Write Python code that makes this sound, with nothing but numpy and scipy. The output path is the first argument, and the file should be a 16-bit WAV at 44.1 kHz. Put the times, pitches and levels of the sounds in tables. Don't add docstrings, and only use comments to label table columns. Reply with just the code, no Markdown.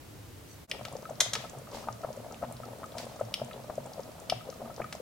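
import sys
import numpy as np
from scipy import signal
from scipy.fft import rfft, irfft, next_fast_len
from scipy.io import wavfile
from scipy.ndimage import uniform_filter1d, map_coordinates

SR = 44100
rng = np.random.default_rng(int(sys.argv[2]) if len(sys.argv) > 2 else 0)


def ratio_of_db(decibels):
    return 10 ** (np.asarray(decibels, float) / 20)


def pcm_store(signal):
    levels = np.round(np.clip(np.atleast_2d(signal), -1, 1) * 32767)
    wavfile.write(sys.argv[1], SR, levels.astype(np.int16).T)


N = 221249

# frequency in Hz, density in dB per Hz.
FAR_HUSH = [(12, -44), (20, -26), (98, -3.5), (209, -18), (292, -12.5), (326, -13.5), (375, -16),
            (539, -19.5), (1350, -27), (2120, -29), (2650, -30), (15800, -37)]
# frequency in Hz, density in dB per Hz.
NEAR_HUSH = [(12, -46), (20, -24), (44, -6), (123, 2), (233, -0.5), (375, -9.5), (482, -6), (637, -0.5),
             (775, -13), (1280, -10), (1560, -16.5), (7860, -22.5), (15800, -26.5)]
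HUSH_LEVELS_DB = [-49, -49]
# frequency in Hz, correlation from 0 to 1.
STEREO_LIKENESS = [(60, 0.89), (130, 0.86), (290, 0.45), (640, 0.29), (3000, 0.21), (9000, 0.3),
                   (15000, 0.42)]
# frequency in Hz, t60 in seconds.
KITCHEN_T60 = [(300, 0.42), (2000, 0.47), (5000, 0.32), (10000, 0.24), (16000, 0.041)]
# frequency in Hz, left over right in dB.
PORT_DIFFERENCE = [(125, -4), (500, 4.5), (4000, 2), (8000, 3.5), (13000, -1.5)]
# frequency in Hz, width in Hz, level in dB.
JINGLE_MODES = [(4500, 90, -2), (6050, 160, 2), (8000, 300, -3)]
# start in seconds, end in seconds, level in dB.
STROKES = [
    (1.24, 1.314, -43),
    (1.394, 1.535, -49.5),
    (1.72, 1.897, -46.5),
    (2.966, 3.08, -43),
    (3.066, 3.274, -55.5),
]
# frequency in Hz, density in dB per Hz.
FRICTION_COLOUR = [(900, -13), (2000, -6), (5000, -5), (8000, -11.5), (13000, -21)]
# start in seconds, peak in dB, t60 in seconds.
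DISH_IMPACTS = [
    (1.2007, -36, 0.042),
    (1.2032, -7.5, 0.017),
    (1.2052, -9, 0.039),
    (1.3336, -17, 0.03),
]
# frequency in Hz, density in dB per Hz.
DISH_COLOUR = [(400, -34), (650, -15), (1500, -10), (2150, -8), (2700, -14), (3300, -1), (4100, -3),
               (4500, -10), (5600, -4), (6750, -1), (7300, -10), (9600, -13), (12000, -18), (16000, -26)]
# start in seconds, peak in dB, low, middle and high tilt in dB.
WOOD_KNOCKS = [
    (.7132, -17.5, 13.5, -2.5, -4.5),
    (3.3402, -15.5, -1, -1.5, -4),
    (4.2975, -17, -9, -1.5, -4.5),
    (4.2995, -19.5, 9, 5, -16),
]
# frequency in Hz, width in Hz, level in dB.
WOOD_MODES = [(2080, 450, -10), (3050, 520, 0), (5200, 620, -2), (6500, 900, -14), (8800, 1500, -13),
              (12000, 3000, -17)]
# start in seconds, peak in dB, low, middle and high tilt in dB.
STIFF_SNAPS = [
    (.851, -26.5, -2, -5.5, -15),
    (1.3525, -19.5, 0, -1, -18),
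    (2.9825, -26, 0, 6, -6),
    (4.9258, -23.5, 5, 1.5, -8.5),
]
# start in seconds, lower mode in dB, upper mode in dB.
GRATE_HEAVES = [(0.809, -47.5, -57.5), (.908, -54, -67), (1.121, -49.5, -60), (1.267, -46.5, -69),
                (1.366, -48.5, -55.5), (1.565, -47.5, -60), (1.741, -63, -50.5), (1.85, -51, -56),
                (1.9, -45.5, -53.5), (2.071, -49, -53), (2.186, -48, -53), (2.41, -60, -52),
                (2.454, -47.5, -47), (2.541, -50.5, -56), (2.615, -48.5, -54.5), (2.699, -49.5, -55),
                (2.819, -53, -53.5), (2.959, -52, -51), (3.036, -52.5, -50), (3.22, -42.5, -54.5),
                (3.338, -75, -71), (3.413, -42, -46), (3.55, -51, -54), (3.61, -51, -59),
                (3.773, -45.5, -49.5), (3.814, -55, -52.5), (4.03, -56, -54), (4.339, -43.5, -61),
                (4.625, -54, -46.5), (4.801, -45.5, -48.5)]
# start in seconds, peak in dB, pitch in Hz.
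CLEAR_DROPLETS = [(.697, -42, 7200), (0.884, -46.5, 4820), (0.9266, -43.5, 8200), (.967, -44, 5800),
                  (1.098, -46.5, 7100), (1.4964, -42, 7000), (1.5858, -45.5, 8100), (1.716, -49, 5170),
                  (1.926, -45, 6100), (2.1286, -47, 5920), (2.323, -44, 6060), (2.524, -39, 9400),
                  (2.567, -49, 4500), (2.8593, -48, 6940), (2.92, -49.5, 3720), (3.053, -44, 8500),
                  (3.201, -47, 7340), (3.446, -46.5, 8100), (3.512, -45, 2240), (3.532, -44, 3550),
                  (3.7547, -44.5, 6900), (3.8606, -47.5, 7800), (3.934, -46.5, 5300), (4.0335, -46.5, 5340),
                  (4.2, -44, 7700), (4.501, -41, 5540), (4.743, -48, 6420), (4.7626, -46, 5500),
                  (4.8172, -40, 2150), (4.952, -42.5, 6540)]
# start in seconds, peak in dB, pitch in Hz, splash in dB.
BIG_POCKETS = [(.953, -31, 507, -13), (1.108, -31, 586, -19), (1.215, -34.5, 594, -3),
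               (1.261, -35.5, 630, -8), (1.745, -33, 528, -2.5), (1.874, -34, 670, -1),
               (1.886, -26.5, 830, -11), (2.046, -28, 610, -7.5), (2.088, -35, 657, -5),
               (2.104, -31.5, 580, -31), (2.175, -33.5, 560, -35), (2.264, -34, 656, -21),
               (2.428, -26, 636, -11.5), (2.443, -36, 670, 1), (2.831, -32.5, 632, 0),
               (2.969, -33, 657, -15), (3.211, -21, 590, -15), (3.417, -23, 610, -17),
               (3.697, -35, 605, 1.5), (3.78, -24, 592, -20), (3.98, -34, 620, -16), (3.994, -30, 517, -9),
               (4.323, -19.5, 692, -11), (4.489, -31.5, 510, -25), (4.617, -31.5, 614, -12),
               (4.779, -37.5, 484, -3), (4.7955, -39, 590, 2), (4.801, -26, 616, -5.5),
               (4.95, -33, 646, -26), (5.0, -33.5, 493, -43)]
# start in seconds, peak in dB, pitch in Hz.
MIDDLING_POCKETS = [(.747, -39, 555), (.792, -41, 620), (.811, -36, 636), (1.028, -39, 600),
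                    (1.093, -37, 697), (1.329, -40, 600), (1.441, -40, 698), (1.533, -42.5, 666),
                    (1.769, -35.5, 610), (1.839, -38.5, 610), (2.034, -38, 620), (2.511, -40, 620),
                    (2.601, -37.5, 588), (2.684, -41, 540), (2.76, -47, 640), (2.799, -43, 600),
                    (2.952, -37, 700), (2.999, -36, 660), (3.067, -38.5, 550), (3.115, -42.5, 580),
                    (3.32, -43, 596), (3.539, -37.5, 610), (3.563, -39.5, 494), (3.856, -36.5, 600),
                    (3.868, -41, 494), (4.077, -44, 550), (4.293, -38, 643), (4.604, -42, 485),
                    (4.676, -39, 650), (4.699, -36.5, 688)]
# start in seconds, peak in dB.
SOFT_POCKETS = [(.718, -40.5), (0.881, -40.5), (.934, -40), (1.198, -41), (1.361, -45), (1.404, -43),
                (1.549, -41), (1.58, -43), (1.731, -39), (1.805, -43.5), (2.161, -47), (2.246, -40),
                (2.31, -41), (2.435, -30), (2.499, -42.5), (2.731, -41), (3.042, -43), (3.158, -44),
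                (3.192, -40), (3.285, -46), (3.396, -37.5), (3.599, -43), (3.642, -40), (3.705, -36.5),
                (3.804, -43), (3.919, -47), (4.115, -45.5), (4.18, -45), (4.46, -49), (4.557, -54)]
# start in seconds, peak in dB.
WALL_RINGS = [(0.8519, -41), (1.054, -37.5), (1.3377, -40), (1.3595, -36.5), (1.448, -42), (1.672, -46),
              (1.8386, -46), (1.886, -33), (2.0368, -38.5), (2.311, -47.5), (2.424, -41), (2.6339, -39.5),
              (2.8407, -36.5), (2.9447, -50), (3.1972, -41.5), (3.3385, -47.5), (3.511, -44.5),
              (4.2963, -40), (4.409, -44.5), (4.526, -44.5), (4.6555, -46), (4.705, -45), (4.8155, -40),
              (4.843, -34), (4.9255, -45)]
# frequency in Hz, density in dB per Hz.
SPLASH_COLOUR = [(350, -11), (600, -7), (900, -5), (1400, -15), (2400, -32.5), (4000, -68)]

CHANGE_S, FADE_S, END_FADE_S = .671, .034, .001
TOP_HZ, HISS_TOP_HZ = 16500, 15950
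KNOCK_T60_S, SNAP_T60_S = 0.019, 0.027
SPIT_PER_S, SPIT_DB, SPIT_SPREAD_DB, SPIT_HZ, SPIT_PITCH_SPREAD = 6, -52, 2, 5600, .25
SIMMER_PER_S, SIMMER_DB, SIMMER_SPREAD_DB = 6, -48, 3
SIMMER_HZ, SIMMER_PITCH_SPREAD, SIMMER_SPLASH_DB = 610, 0.091, -5
MIDDLING_SPLASH_DB = -4
SOFTNESS = 3.6


def unit(x):
    return x / np.sqrt(np.mean(x ** 2) + 1e-20)


def along(points, hz):
    f, v = np.transpose(points)
    return np.interp(np.log(hz + 1), np.log(f + 1), v)


def filtered(x, response):
    n = x.shape[-1]
    m = next_fast_len(n + 8192)
    spectrum = rfft(x, m) * response(np.fft.rfftfreq(m, 1 / SR))
    return irfft(spectrum, m)[..., :n]


def wobble(rate):
    knots = rng.standard_normal(int(N * rate / SR) + 4)
    return map_coordinates(knots, [np.arange(N) * rate / SR])


def place(s, grains, pan_db=0):
    first = np.round(np.asarray(s) * SR).astype(int)
    at = (first[:, None] + np.arange(grains.shape[1])).ravel()
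    side = ratio_of_db(np.asarray(pan_db) / 2 + np.zeros(len(grains)))[:, None]
    return np.array([np.bincount(at, (grains * g).ravel(), N + SR)[:N] for g in (side, 1 / side)])


def resonances(modes):
    def response(f):
        total = 0
        for k, (centre, width, db) in enumerate(modes):
            damping = 1j * f * width
            total = total + (-1) ** k * ratio_of_db(db) * damping / (centre * centre - f * f + damping)
        return total
    return response


def puffs(db, colour, t60, rise):
    t = np.arange(SR // 10) / SR
    envelope = ratio_of_db(-60 * t / t60) * (1 - np.exp(-t / rise))
    rattle = rfft(rng.standard_normal((len(db), len(t))) * envelope)
    flat = rattle / np.sqrt(uniform_filter1d(np.abs(rattle) ** 2, size=50, axis=1) + 1e-12)
    burst = filtered(irfft(flat, len(t)) * (t < .08), colour)
    return ratio_of_db(db)[:, None] * burst / np.abs(burst).max(axis=1, keepdims=True)


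def stray(per_s, db, spread_db, hz, pitch_spread):
    slots = np.arange(CHANGE_S + FADE_S, N / SR, 1 / per_s)
    luck = rng.standard_normal((len(slots), 2))
    times = slots + rng.random(len(slots)) / per_s
    return times, db + spread_db * luck[:, 0], hz * np.exp(pitch_spread * luck[:, 1])


def kitchen(x, wet_db):
    hz, t, z = signal.stft(rng.standard_normal((2, SR // 2)), SR, nperseg=256)
    decay = ratio_of_db(-60 * t / along(KITCHEN_T60, hz)[:, None])
    tail = signal.istft(z * decay, SR, nperseg=256)[1]
    late = np.pad(x.mean(axis=0), (130, 0))[None]
    return x + ratio_of_db(wet_db) * signal.fftconvolve(late, tail / np.linalg.norm(tail[0]), axes=1)[:, :N]


def rush(spectrum):
    def mid_side(hz):
        turn = np.arccos(np.clip(along(STEREO_LIKENESS, hz), -1, 1)) / 2
        return ratio_of_db(along(spectrum, hz)) * (hz < HISS_TOP_HZ) * [np.cos(turn), np.sin(turn)]
    mid, side = filtered(rng.standard_normal((2, N)), mid_side)
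    return unit(np.array([mid + side, mid - side]))


def jingle():
    t = np.arange(N) / SR
    shake = np.clip(2 - np.abs(t - .52) / .03, 0, 1) * ratio_of_db(-62 + 2.5 * wobble(60))
    tick = place([.511], puffs([-48], resonances(JINGLE_MODES), t60=.015, rise=.0003))
    return shake * unit(filtered(rng.standard_normal((2, N)), resonances(JINGLE_MODES))) + tick


def slides():
    t = np.arange(N) / SR
    stroke = 0
    for start, end, db in STROKES:
        onset = np.clip((t - start) / 0.025, 0, 1)
        slowing = np.clip((end - t) / (end - start), 0, 1)
        stroke = stroke + ratio_of_db(db) * onset * slowing
    return stroke * ratio_of_db(0.83 * wobble(150)) * rush([(500, -120)] + FRICTION_COLOUR)


def dish():
    body = lambda f: ratio_of_db(along(DISH_COLOUR, f))
    clacks = sum(place([s], puffs([db], body, t60, rise=.0005)) for s, db, t60 in DISH_IMPACTS)
    return kitchen(clacks, wet_db=-8)


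def blows(rows, body, t60, wet_db):
    out = 0
    for s, db, low_db, mid_db, high_db in rows:
        tilt = [(1600, low_db), (3200, 0), (5300, mid_db), (9000, high_db)]
        colour = lambda f: ratio_of_db(along(tilt, f)) * body(f)
        out = out + kitchen(place([s], puffs([db], colour, t60, rise=0.000083)), wet_db)
    return out


def knocks():
    wood = blows(WOOD_KNOCKS, resonances(WOOD_MODES), KNOCK_T60_S, wet_db=-10.0)
    return wood + blows(STIFF_SNAPS, resonances([(3500, 16000, 0)]), SNAP_T60_S, wet_db=-9)


def grate():
    t, out = np.arange(SR // 4) / SR, 0
    swell = t / 0.026 * np.exp(1 - t / 0.022)
    s, *levels = np.transpose(GRATE_HEAVES)
    for db, hz in zip(levels, (124, 234)):
        pitch = hz * (1 + 0.033 * rng.standard_normal((len(s), 1)))
        out = out + place(s - .005, ratio_of_db(db + 4.5)[:, None] * swell * np.sin(2 * np.pi * pitch * t))
    return out


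def droplets():
    chance = stray(SPIT_PER_S, SPIT_DB, SPIT_SPREAD_DB, SPIT_HZ, SPIT_PITCH_SPREAD)
    s, db, hz = np.hstack([np.transpose(CLEAR_DROPLETS), chance])
    centre = hz[:, None]
    colour = lambda f: (f > 1200) / (1 + ((f - centre) / (0.27 * centre)) ** 4)
    snaps = puffs(db + 6, colour, t60=0.015, rise=0.000067)
    return kitchen(place(s, snaps, rng.normal(-1.3, 3.3, len(s))), wet_db=-10)


def pockets():
    soft = [(s, db, SIMMER_HZ * np.exp(SIMMER_PITCH_SPREAD * rng.standard_normal()))
            for s, db in SOFT_POCKETS]
    faint = np.transpose(stray(SIMMER_PER_S, SIMMER_DB, SIMMER_SPREAD_DB, SIMMER_HZ, SIMMER_PITCH_SPREAD))
    middling = [(*p, MIDDLING_SPLASH_DB) for p in MIDDLING_POCKETS]
    simmer = [(*p, SIMMER_SPLASH_DB) for p in soft + list(faint)]
    return np.transpose(BIG_POCKETS + middling + simmer)


def bubbles(db, hz, cycles, climb, swell):
    turns = np.arange(SR // 40) / SR * hz[:, None]
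    u = turns / cycles
    shape = (u / swell * np.exp(1 - u / swell)) ** SOFTNESS
    return ratio_of_db(db)[:, None] * shape * np.sin(2 * np.pi * turns * (1 - climb / 2 + climb * u / 2))


def pot_wall():
    s, db = np.transpose(WALL_RINGS)
    t = np.arange(SR // 16) / SR
    hz = 1275 + 25 * rng.standard_normal((len(s), 1))
    envelope = ratio_of_db(db[:, None] + 8 - 60 * t / 0.039) * (1 - np.exp(-t / 0.0019))
    ring = envelope * np.sin(2 * np.pi * hz * t)
    slap = puffs(db - 3.0, resonances([(1510, 470, 0)]), t60=0.011, rise=0.00011)
    return place(s, slap) + place(s - .001, ring)


def boil():
    s, db, hz, splash_db = pockets()
    blips = bubbles(db + .5, hz, cycles=5.03, climb=0.12, swell=0.48)
    big = place(s - .002, blips, rng.normal(0, 1.2, len(s)))
    colour = lambda f: ratio_of_db(along(SPLASH_COLOUR, f))
    splash = place(s, puffs(db + splash_db + 4.0, colour, t60=.03, rise=.001))
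    luck = rng.random((800, 6))
    small_s = s[(luck[:, 0] * len(s)).astype(int)] + 0.062 * (luck[:, 5] - .35)
    small_hz = 630 * np.exp(0.47 * (luck[:, 1] + luck[:, 2] - 1))
    small_db = -52 + 13 * luck[:, 3] ** 2
    small_blips = bubbles(small_db, small_hz, cycles=2.5, climb=0.17, swell=0.6)
    small = place(small_s, small_blips, 4 * luck[:, 4] - 2)
    return kitchen(big + splash + small + pot_wall(), wet_db=-17.0)


def ports(x):
    sign = np.array([[1], [-1]])

    def response(hz):
        advance = np.exp(2j * np.pi * hz * sign * 14e-6)
        return ratio_of_db(sign * along(PORT_DIFFERENCE, hz) / 2) * advance
    return filtered(x, response)


def scene():
    far = ratio_of_db(HUSH_LEVELS_DB[0]) * rush(FAR_HUSH) + jingle()
    near = ratio_of_db(HUSH_LEVELS_DB[1]) * rush(NEAR_HUSH) + grate() + slides()
    near = near + ports(boil() + droplets() + knocks() + dish())
    return np.where(np.arange(N) < CHANGE_S * SR, far, near)


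def low_pass(x):
    return signal.sosfilt(signal.butter(12, 16820, fs=SR, output="sos"), x)


def record(dry):
    t = np.arange(N) / SR
    dip = np.clip(np.abs(t - CHANGE_S) / FADE_S, .07, 1) ** 1.4
    fade = dip * np.clip((t[-1] - t) / END_FADE_S, 0, 1)
    return low_pass(filtered(dry, lambda hz: hz < TOP_HZ) * fade)


dry = scene()
out = record(dry)
pcm_store(out)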